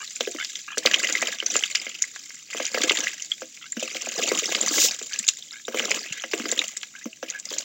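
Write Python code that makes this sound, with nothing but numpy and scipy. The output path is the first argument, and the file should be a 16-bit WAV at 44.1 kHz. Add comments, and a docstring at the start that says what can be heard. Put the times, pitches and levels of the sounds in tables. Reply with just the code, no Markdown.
"""Outdoors, close to the microphone, ducks dabble in a plastic bowl of water over faint low air.
From the start, short, rattling quacks (pulses ringing a throat) are scattered among bouts of churned bubbles.
Bills plunge with a hollow plop that rings the bowl, and drops click and ring as they fall back throughout.
Past the middle a jet of water hisses (shaped noise), then two soft footfalls thud, well apart.
Dabbling, drops and a few quacks go on towards the end; short echoes follow every near sound."""
import sys
import numpy as np
from scipy import signal
from scipy.fft import rfft, irfft, next_fast_len
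from scipy.io import wavfile
from scipy.ndimage import map_coordinates

SR = 44100
rng = np.random.default_rng(int(sys.argv[2]) if len(sys.argv) > 2 else 0)


def wav_out(sig):
    """Save sig, one row per channel (or a flat mono array), as 16-bit PCM at SR to the path in sys.argv[1]."""
    wavfile.write(sys.argv[1], SR, np.round(np.clip(np.atleast_2d(sig).T, -1, 1) * 32767).astype(np.int16))


N = 336924


def amp(db):
    """Decibels to gain."""
    return 10 ** (np.asarray(db) / 20)


def unit(x):
    """x scaled to rms 1."""
    return x / np.sqrt(np.mean(x ** 2) + 1e-20)


def along(points, hz):
    """(frequency [Hz], value) points read on a log frequency axis."""
    point_hz, value = np.transpose(points)
    return np.interp(np.log(hz + 1), np.log(point_hz + 1), value)


def curves(rows):
    """One value per sample for each column after the time."""
    s, *columns = np.transpose(rows)
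    return [np.interp(np.arange(N) / SR, s, column) for column in columns]


def wobble(rate):
    """A smooth random curve, rate knots a second."""
    knots = rng.standard_normal(int(N * rate / SR) + 4)
    return map_coordinates(knots, [np.arange(N) * rate / SR])


def add(track, s, sound):
    """Mix a sound into the track from time s on."""
    start = int(np.clip(round(s * SR), 0, N - 1))
    track[start:start + len(sound)] += sound[:N - start]


def coloured(x, gains, size=8192):
    """x through a causal, minimum-phase filter with the given (frequency [Hz], gain [dB]) points."""
    log_gain = np.log(amp(along(gains, np.fft.rfftfreq(size, 1 / SR))))
    cepstrum = irfft(log_gain)
    # folding the cepstrum forward makes the filter causal
    cepstrum[1:size // 2] *= 2
    cepstrum[size // 2 + 1:] = 0
    return signal.oaconvolve(x, irfft(np.exp(rfft(cepstrum))))[:N]


def swell(t, rise):
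    """An envelope that reaches 1 at t = rise and then dies away."""
    u = np.maximum(t, 0) / rise
    return (u * np.exp(1 - u)) ** 2


def bubble(t, hz, rise, glide):
    """A pocket of air rings briefly; its pitch climbs for a positive glide, falls for a negative one."""
    bent_t = t + glide * (t - rise) ** 2 / (rise + t)
    return swell(t, rise) * np.sin(2 * np.pi * hz * bent_t)


def bubbles(rate, low_hz, high_hz, cycles, spread_db, size):
    """A cloud of random bubbles, many faint and a few strong, of rms 1."""
    draws = rng.random((int(rate * N / SR), 4), dtype=np.float32)
    when, pitch, life, strength = draws.T[:, :, None]
    hz = low_hz * (high_hz / low_hz) ** pitch
    gain = amp(-spread_db * np.log(strength + .01))
    rise = cycles * (.3 + 1.4 * life) / hz
    grains = gain * bubble(np.arange(size, dtype=np.float32) / SR, hz, rise, glide=.015)
    where = (when * N).astype(int) + np.arange(size)
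    return unit(np.bincount(where.ravel(), grains.ravel(), N)[:N])


def bursts(times, levels_db, rise, t60):
    """An envelope that jumps at each event and dies away."""
    envelope, t = np.zeros(N), np.arange(SR // 5) / SR
    for s, db in zip(times, levels_db):
        add(envelope, s, amp(db - 60 * t / t60) * (1 - np.exp(-t / rise)))
    return envelope


# tone of the faint outdoor air: (frequency [Hz], relative level [dB])
AIR_TONE = [(20, -24), (60, 5), (130, 12), (280, 13), (600, -10), (900, -43), (2500, -27), (7000, -10.5),
            (9500, -35), (16000, -28)]


def outdoor_air():
    """Steady noise, strongest in the lows, lies behind everything."""
    return amp(-62.5) * unit(coloured(rng.standard_normal(N), AIR_TONE))


# a webbed foot pats the ground: (time [s], level [dB], pitch [Hz])
FOOT_PATS = [(5.199, -38.5, 220), (6.106, -33.5, 147)]


def footfalls():
    """Each step is one soft, low thud: a short swell of steady pitch."""
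    track, t = np.zeros(N), np.arange(SR // 8) / SR
    for s, db, hz in FOOT_PATS:
        add(track, s, amp(db) * bubble(t, hz, 0.0053, glide=0))
    return track


# the duck's throat: (multiple of the call's throat pitch, relative level [dB], t60 [s])
THROAT_MODES = [(1.001, -13.5, 0.022), (1.38, -9, 0.015), (1.92, -19.5, 0.031), (2.3, -22, 0.059)]


def quack(length, throat_hz, bright_db, pulse_hz=76, glide=0.134):
    """Slow, uneven, raspy pulses of the syrinx ring the throat; its resonances rise as the bill opens."""
    call, t = np.zeros(SR // 6), np.arange(SR // 30) / SR
    ratio, mode_db, t60 = np.transpose(THROAT_MODES)[:, :, None]
    tilt_db = mode_db + bright_db * np.log2(ratio)
    for k, (strength, detune, phase) in enumerate(rng.standard_normal((8, 3, len(THROAT_MODES), 1))):
        # a drifting phase roughens each resonance
        rasp = np.cumsum(rng.standard_normal((len(THROAT_MODES), len(t))), axis=1) * .01
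        progress = k / pulse_hz / length
        if progress >= 1:
            continue
        hz = throat_hz * ratio * (1 + glide * (progress - .5) + .045 * detune)
        gain = amp(tilt_db + 2.5 * strength - 60 * t / t60)
        ringing = (gain * np.sin(2 * np.pi * (hz * t + phase + rasp))).sum(0)
        pulse = ringing * (1 - np.exp(-t / .0025))
        start = int(abs(k + .26 * phase[0, 0]) / pulse_hz * SR)
        call[start:start + len(t)] += amp(-22 * (progress - .45) ** 2) * pulse
    return call / np.sqrt(np.sum(call ** 2) / (length * SR))


# quacks: (time [s], length [s], rms level [dB], throat pitch [Hz], brightness [dB per octave])
QUACK_CALLS = [(0.002, 0.033, -38.5, 1225, 2), (0.382, 0.052, -30.5, 1550, -1.5),
               (0.675, 0.074, -37, 1254, 3.5), (1.086, 0.037, -31.5, 1390, 1),
               (3.612, 0.062, -44, 1506, 0.5), (5.111, 0.042, -37.5, 1720, -6.5),
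               (5.517, 0.088, -44.5, 1587, -7), (6.153, 0.054, -43, 1646, 0),
               (6.936, .042, -44.5, 1615, -15), (7.006, .028, -45, 1840, -15),
               (7.323, 0.061, -39.5, 1550, -17)]


def quacks():
    """The ducks call softly, each call with its own throat pitch and brightness."""
    track = np.zeros(N)
    for s, length, db, throat_hz, bright_db in QUACK_CALLS:
        add(track, s, amp(db) * quack(length, throat_hz, bright_db))
    return track


# a hissing jet of water squeezed from a bill: (time [s], level [dB])
JET_LEVEL = [(4.62, -62), (4.74, -26.5), (4.799, -19), (4.855, -16.5), (4.885, -31.5), (4.94, -77)]
# tone of the jet's mist: (frequency [Hz], relative level [dB])
JET_TONE = [(1500, -19), (3000, 6.5), (5000, 8.5), (7000, 14.5), (10000, -8.5), (16000, -1.5)]


def jet():
    """The squirt breaks up into a fine, bright mist: shaped noise with a fluttering level."""
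    s, db = np.transpose(JET_LEVEL)
    level_db = np.interp(np.arange(N) / SR, s, db, left=-120, right=-120)
    return amp(level_db + 1.3 * wobble(82)) * unit(coloured(rng.standard_normal(N), JET_TONE))


def seethe(grains, level_db):
    """Calm water hisses smoothly; the harder it is stirred, the more its single bubbles stand out."""
    share = np.interp(level_db, [-54, -36], [.3, .85])
    return np.sqrt(share) * grains + np.sqrt(1 - share) * rng.standard_normal(N)


def nibbling(rate, base):
    """Quick, uneven snaps of the bills: each squeezes out a sharp spurt of bubbles. Rms 1."""
    when, size = rng.random((int(rate * N / SR), 2)).T
    times = (np.arange(len(when)) + 1.6 * when) / rate
    return unit(np.hypot(base, bursts(times, -11 * size, rise=.0005, t60=.05)))


# bouts of dabbling, while a bill works in the water; churn() trims the levels:
# (start [s], length [s], sloshing [dB], bubbling [dB], spray [dB])
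DABBLING_BOUTS = [(0.0, 0.597, -69, -45.5, -40.5), (0.862, 0.43, -43, -29.5, -36),
                  (1.514, 0.079, -43, -31, -32.5), (1.759, 0.15, -58, -37.5, -50),
                  (2.051, 0.3, -72.5, -47.5, -47), (2.541, 0.13, -54, -34.5, -38.5),
                  (2.758, 0.28, -42, -30, -34), (3.816, 0.3, -53, -35.5, -38.5),
                  (4.176, .67, -37.5, -30, -31), (5.131, 0.082, -61.5, -40, -42.5),
                  (5.769, 0.19, -38.5, -30.5, -35), (6.053, 0.13, -65, -36, -47),
                  (6.35, 0.28, -46, -36, -39), (7.289, 0.03, -54, -40.5, -53),
                  (7.511, 0.055, -45, -37.5, -39)]
# dying down once the bill lifts: (sloshing, bubbling, spray) [dB per s]
SETTLING = (149, 83, 72)
# water running off the lifted bill, relative to the bout: (sloshing, bubbling, spray) [dB]
DRIBBLE = (-23, -15, -7.5)
DIP_S = 0.094  # the bill sinks in and the churning builds up
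DRAIN_DB_PER_S = 13.5  # the dribble thins out


def stirring():
    """Levels in dB of sloshing, bubbling and spray: each bout builds, holds, settles and dribbles."""
    t, power = np.arange(0, N, 64) / SR, 1e-9
    settle, dribble_db = np.array([SETTLING, DRIBBLE])[:, :, None]
    for start, length, *levels_db in DABBLING_BOUTS:
        build = np.clip(1 + (t - start) / DIP_S, 0, 1) ** 2
        lifted = np.maximum(t - start - length, 0)
        fade_db = np.maximum(-settle * lifted, dribble_db - DRAIN_DB_PER_S * lifted)
        power = power + (build * amp(np.array(levels_db)[:, None] + fade_db)) ** 2
    return curves(np.column_stack([t, *(10 * np.log10(power))]))


# filters that tone the large bubbles, the middle ones, the small ones and the finest mist flung up
# by the sloshing; each result is levelled to rms 1: (frequency [Hz], relative gain [dB])
SLOSH_TONE = [(30, -39), (150, -21.5), (250, -10), (480, -1.5), (660, 0), (830, -6), (1300, 1),
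              (3000, -39.5)]
FROTH_TONE = [(300, -73), (850, -16.5), (1250, -14), (2000, 3), (3200, 4), (4200, -6), (6000, 7.5),
              (9000, -31)]
FIZZ_TONE = [(1000, -27.5), (2800, -7), (4500, -7), (6000, -1), (7200, 5), (9000, -21.5), (16000, -21)]
HAZE_TONE = [(5000, -46), (8000, 1), (9500, -2), (13000, -3), (16000, 4)]
HAZE_DB, HAZE_GROWS = -22.5, 0.65  # mist over the scaled sloshing [dB]; dB of mist per dB of sloshing
LEAD_S = 0.0038  # water starts to splash just before a drop's bubble is loudest


def churn():
    """Chattering bills stir three sizes of bubbles and a fine mist; plunges and drops throw up more."""
    slosh_db, bubbling_db, spray_db = stirring()
    # the snaps stand out while the bills work and soften in the pauses
    busy = np.interp(bubbling_db, [-54, -42], [.45, .95])
    chatter = busy * nibbling(rate=52, base=.17) + 1 - busy

    plunge_s, plunge_db, _, slap_db = np.transpose(BILL_PLUNGES)
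    drop_s, level_db, drop_hz, life = np.transpose(LOUD_DROPS)
    drop_db = level_db - 10 * np.log10(np.maximum(life / .001, 1))  # long ringing drops splash less
    octaves = np.log2(drop_hz / 4500)  # high drops scatter finer spray
    slaps = bursts(plunge_s, plunge_db + slap_db - 7.5, rise=0.0011, t60=0.058)
    coarse_db = drop_db - 11.5 - 10 * np.maximum(octaves, 0)
    coarse = bursts(drop_s - LEAD_S, coarse_db, rise=.005, t60=0.041)
    fine = bursts(drop_s - LEAD_S, drop_db - 6.5 + 3 * octaves, rise=0.0039, t60=0.025)
    flung = bursts(plunge_s, plunge_db - 26, rise=0.0012, t60=0.1)

    slosh = bubbles(260, 161.7, 1516, cycles=1.26, spread_db=0.5, size=1800)
    froth = bubbles(900, 1150, 4800, cycles=2.4, spread_db=3.8, size=700)
    fizz = bubbles(2100, 3200, 14000, cycles=3.4, spread_db=4.4, size=270)
    slosh = unit(coloured(slosh, SLOSH_TONE))
    haze = unit(coloured(seethe(fizz, slosh_db - 20), HAZE_TONE))
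    froth = unit(coloured(seethe(froth, bubbling_db - 2), FROTH_TONE))
    fizz = unit(coloured(seethe(fizz, spray_db - 4), FIZZ_TONE))

    # independent causes add as powers
    slosh_gain = amp(slosh_db + 2.2) * np.sqrt(chatter)
    froth_gain = np.hypot(amp(bubbling_db - 2.5) * chatter, np.hypot(slaps, coarse))
    fizz_gain = np.hypot(amp(spray_db + 2.0) * chatter, fine)
    haze_gain = np.hypot(amp(HAZE_GROWS * slosh_db + HAZE_DB) * chatter, flung)
    return slosh * slosh_gain + froth * froth_gain + fizz * fizz_gain + haze * haze_gain


STRAYS_PER_S = 8.1  # smaller drops fall at random
STRAY_DB, STRAY_SPREAD_DB = 3.5, 7  # highest level over the scaled spray; how far below it they range
STRAY_LOW_HZ, STRAY_HIGH_HZ, STRAY_LIFE_S = 1720, 7580, 0.0017  # range of bubble pitch, mean life
STRAY_GROWS = 0.59  # dB of drop per dB of spray


def strays():
    """Smaller drops at random, as rows like LOUD_DROPS: the more spray, the harder they fall."""
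    spray_db = stirring()[2]
    when, size, pitch, life = rng.random((int(STRAYS_PER_S * N / SR), 4)).T
    spray_then_db = spray_db[(when * N).astype(int)]
    level_db = STRAY_GROWS * spray_then_db + STRAY_DB - STRAY_SPREAD_DB * size
    hz = STRAY_LOW_HZ * (STRAY_HIGH_HZ / STRAY_LOW_HZ) ** pitch
    return list(zip(when * N / SR, level_db, hz, STRAY_LIFE_S * (.5 + life)))


# the loudest drops and wet bill clicks: (time [s], level [dB], bubble pitch [Hz], life [s])
LOUD_DROPS = [(0.209, -8, 3400, .0008), (.448, -11, 5060, 0.00034), (.556, -17, 3450, 0.0014),
              (0.7818, -6, 7450, 0.00036), (0.8614, 0.5, 4070, 0.00064), (0.872, -5, 2310, 0.0011),
              (.9374, -8, 2300, 0.00092), (.943, 0, 3020, 0.0012), (1.037, -9, 2270, 0.00089),
              (1.126, -9, 6370, .0009), (1.153, -9, 2050, .0024), (1.272, -13, 3040, .0013),
              (1.4025, -12, 2980, 0.0022), (1.464, -7, 6080, 0.0014), (1.566, -6.5, 7170, 0.0024),
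              (1.638, -5, 2970, 0.0013), (1.7512, -6.5, 2940, .0005), (1.756, -5.5, 5000, .0007),
              (2.023, -4, 6620, 0.0012), (2.041, -19, 2030, 0.0027), (2.654, -12.5, 5800, .001),
              (2.837, -7.5, 6830, .001), (2.897, -0.5, 3140, .0008), (2.9727, -9.5, 3400, 0.0009),
              (3.006, -10.5, 6170, 0.00085), (3.071, -10, 1940, 0.0025), (3.223, -15.5, 6300, .0009),
              (3.3191, -9.5, 3290, 0.0035), (3.7226, -16.5, 7250, .0031), (4.55, -5, 3220, 0.00071),
              (4.614, -8, 7250, 0.0024), (5.139, -16.5, 6050, .0012), (5.191, -9, 7330, .0012),
              (5.28, -6.5, 6980, .001), (5.287, -5, 3980, 0.00064), (5.2897, -3, 6980, 0.00099),
              (5.796, -5.5, 3040, .0008), (5.916, -6.5, 2220, 0.0014), (6.1272, -18, 6600, .001),
              (6.335, -10.5, 1990, 0.00073), (6.5163, -8, 7170, 0.0013), (6.592, -4.5, 3694, .0015),
              (6.6176, -13, 2250, 0.0014), (6.771, -13.5, 7140, 0.00097), (6.832, -15.5, 2980, .0005),
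              (7.302, -14, 6530, .0012), (7.399, -18.5, 6700, 0.00076), (7.4553, -15, 6600, 0.00062),
              (7.5853, -9.5, 6400, .001)]


def drops():
    """Each drop clicks on the surface and traps one loud bubble, with three smaller ones after it."""
    track, t = np.zeros(N), np.arange(SR // 30) / SR
    for s, db, hz, life in LOUD_DROPS + strays():
        rise = .52 * life
        splash = min(1, .001 / life)  # a gentle drop rings longer and splashes less
        click = splash * amp(-10) * bubble(t, 4200, .00016, glide=.02)
        add(track, s - rise, amp(db) * (bubble(t, hz, rise, glide=.02) + click))
        for delay, pitch, size in rng.random((3, 3)):
            small_hz = min(hz * 2 ** (1.4 * (pitch - .6)), 7500)
            small = bubble(t, small_hz, .0005, glide=.02)
            add(track, s + .006 * delay, splash * amp(db - 8 - 9 * size) * small)
    return track


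GULPS_PER_S = 14  # a working bill pumps the water
GULP_DB, GULP_SPREAD_DB = 18, 10  # highest level over the sloshing; how far below it they range
GULP_HZ, GULP_SLAP_DB = 383, -1  # middle cavity pitch; slap as in BILL_PLUNGES


def gulps():
    """Small plunges in an uneven beat all through each bout, as rows like BILL_PLUNGES."""
    rows = []
    for start, length, slosh_db, _, _ in DABBLING_BOUTS:
        for k, (late, size, pitch) in enumerate(rng.random((12, 3))):
            s = (k + .6 * late) / GULPS_PER_S
            if s < length:
                level_db = slosh_db + GULP_DB - GULP_SPREAD_DB * size
                rows.append((start + s, level_db, GULP_HZ * 2 ** (pitch - .5), GULP_SLAP_DB))
    return rows


# a bill strikes into the water; plunges() trims the slap:
# (time [s], level [dB], cavity pitch [Hz], slap relative to the level [dB])
BILL_PLUNGES = [(.205, -15.5, 570, -3.5), (.272, -16.5, 442, -2.5), (0.346, -23, 340, -8),
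                (.772, -17.5, 486, 2), (.852, -11, 536, -3.5), (1.223, -17, 686, 3), (1.424, -25, 447, 3.5),
                (1.554, -18, 503, 7.5), (1.865, -29.5, 530, 8.5), (2.546, -23.5, 497, 1),
                (2.599, -17.5, 620, 2), (2.744, -16.5, 563, 2.5), (2.773, -16, 520, 1.5),
                (2.836, -15, 365, 3.5), (2.907, -16, 406, 5), (3.418, -24, 560, 2.5),
                (3.767, -21.5, 252, 1), (3.824, -19.5, 590, -11), (3.95, -25, 583, -9),
                (4.069, -22, 660, -5), (4.192, -17.5, 500, -6), (4.315, -10.5, 435, -4.5),
                (4.78, -18.5, 358, 2.5), (5.012, -30, 436, 0), (5.68, -18, 500, -0.5),
                (5.743, -15, 470, -1.5), (6.237, -25.5, 685, 7), (6.334, -13.5, 400, -3),
                (6.397, -22, 267, 2), (6.454, -20, 353, 3), (6.522, -18, 534, -7), (7.055, -20, 260, -6),
                (7.227, -20.5, 586, 1)]
# modes of the bowl with its water: (middle pitch [Hz], relative level [dB], t60 [s])
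BOWL_MODES = [(246.5, -3.5, 0.12), (334.7, -2.5, 0.15), (395.7, -1, 0.11), (500, 4, 0.087), (594, 5, 0.059),
              (683, -8, .17)]
PLOP_CYCLES = 1.44  # swings of a cavity until it is loudest


def plunges():
    """A cavity plops, falling in pitch, and rings the bowl, differently as the water shifts."""
    track, t = np.zeros(N), np.arange(SR // 6) / SR
    mode_hz, mode_db, t60 = np.transpose(BOWL_MODES)[:, :, None]
    fading = amp(mode_db - 13 - 60 * t / t60) * (1 - np.exp(-t / 0.0032)) ** 2
    for s, db, hz, slap_db in BILL_PLUNGES + gulps():
        strength, phase, shift = rng.standard_normal((3, len(BOWL_MODES), 1))
        ringing = np.sin(2 * np.pi * (mode_hz * (1 + 0.0318 * shift) * t + phase))
        modes = amp(2.5 * strength) * fading * ringing
        plop = amp(-1.5) * bubble(t, hz, PLOP_CYCLES / hz, glide=-0.16)
        slap_hz = 1380 * np.exp(0.18 * rng.standard_normal())
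        slap = amp(slap_db - 3.5) * bubble(t, slap_hz, 0.0007, glide=0.037)
        add(track, s + 0.00151, amp(db) * (plop + modes.sum(0) + slap))
    return track


def yard(x, t60):
    """Short, scattered echoes from the bowl's wall, the ground and the birds: a fading noise tail."""
    t = np.arange(SR // 4) / SR
    tail = rng.standard_normal(len(t)) * amp(-60 * t / t60) * (1 - np.exp(-t / 0.00022))
    return signal.fftconvolve(x, tail / np.linalg.norm(tail))[:N]


def scene():
    """Water and birds close by, with their echoes, over faint outdoor air."""
    near = footfalls() + quacks() + jet() + churn() + drops() + plunges()
    return (outdoor_air() + near + amp(-9.5) * yard(near, t60=0.086))[None]


# response of the microphone: (frequency [Hz], gain [dB])
MICROPHONE_RESPONSE = [(25, -36), (70, -15), (130, -6.5), (220, -3), (7400, 0.5), (7800, -0.5), (8300, -5),
                       (9200, -2.5), (11000, -5), (13500, -2.5), (14800, 2.5), (15700, 6.5)]
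TOP_HZ = 16000  # band limit


def record(dry):
    """The microphone thins the bass, dips in the treble and keeps nothing above its band limit."""
    size = next_fast_len(N + 8192)
    spectrum = rfft(coloured(dry[0], MICROPHONE_RESPONSE), size)
    in_band = np.fft.rfftfreq(size, 1 / SR) < TOP_HZ
    return irfft(spectrum * in_band, size)[None, :N]


dry = scene()
out = record(dry)
wav_out(out)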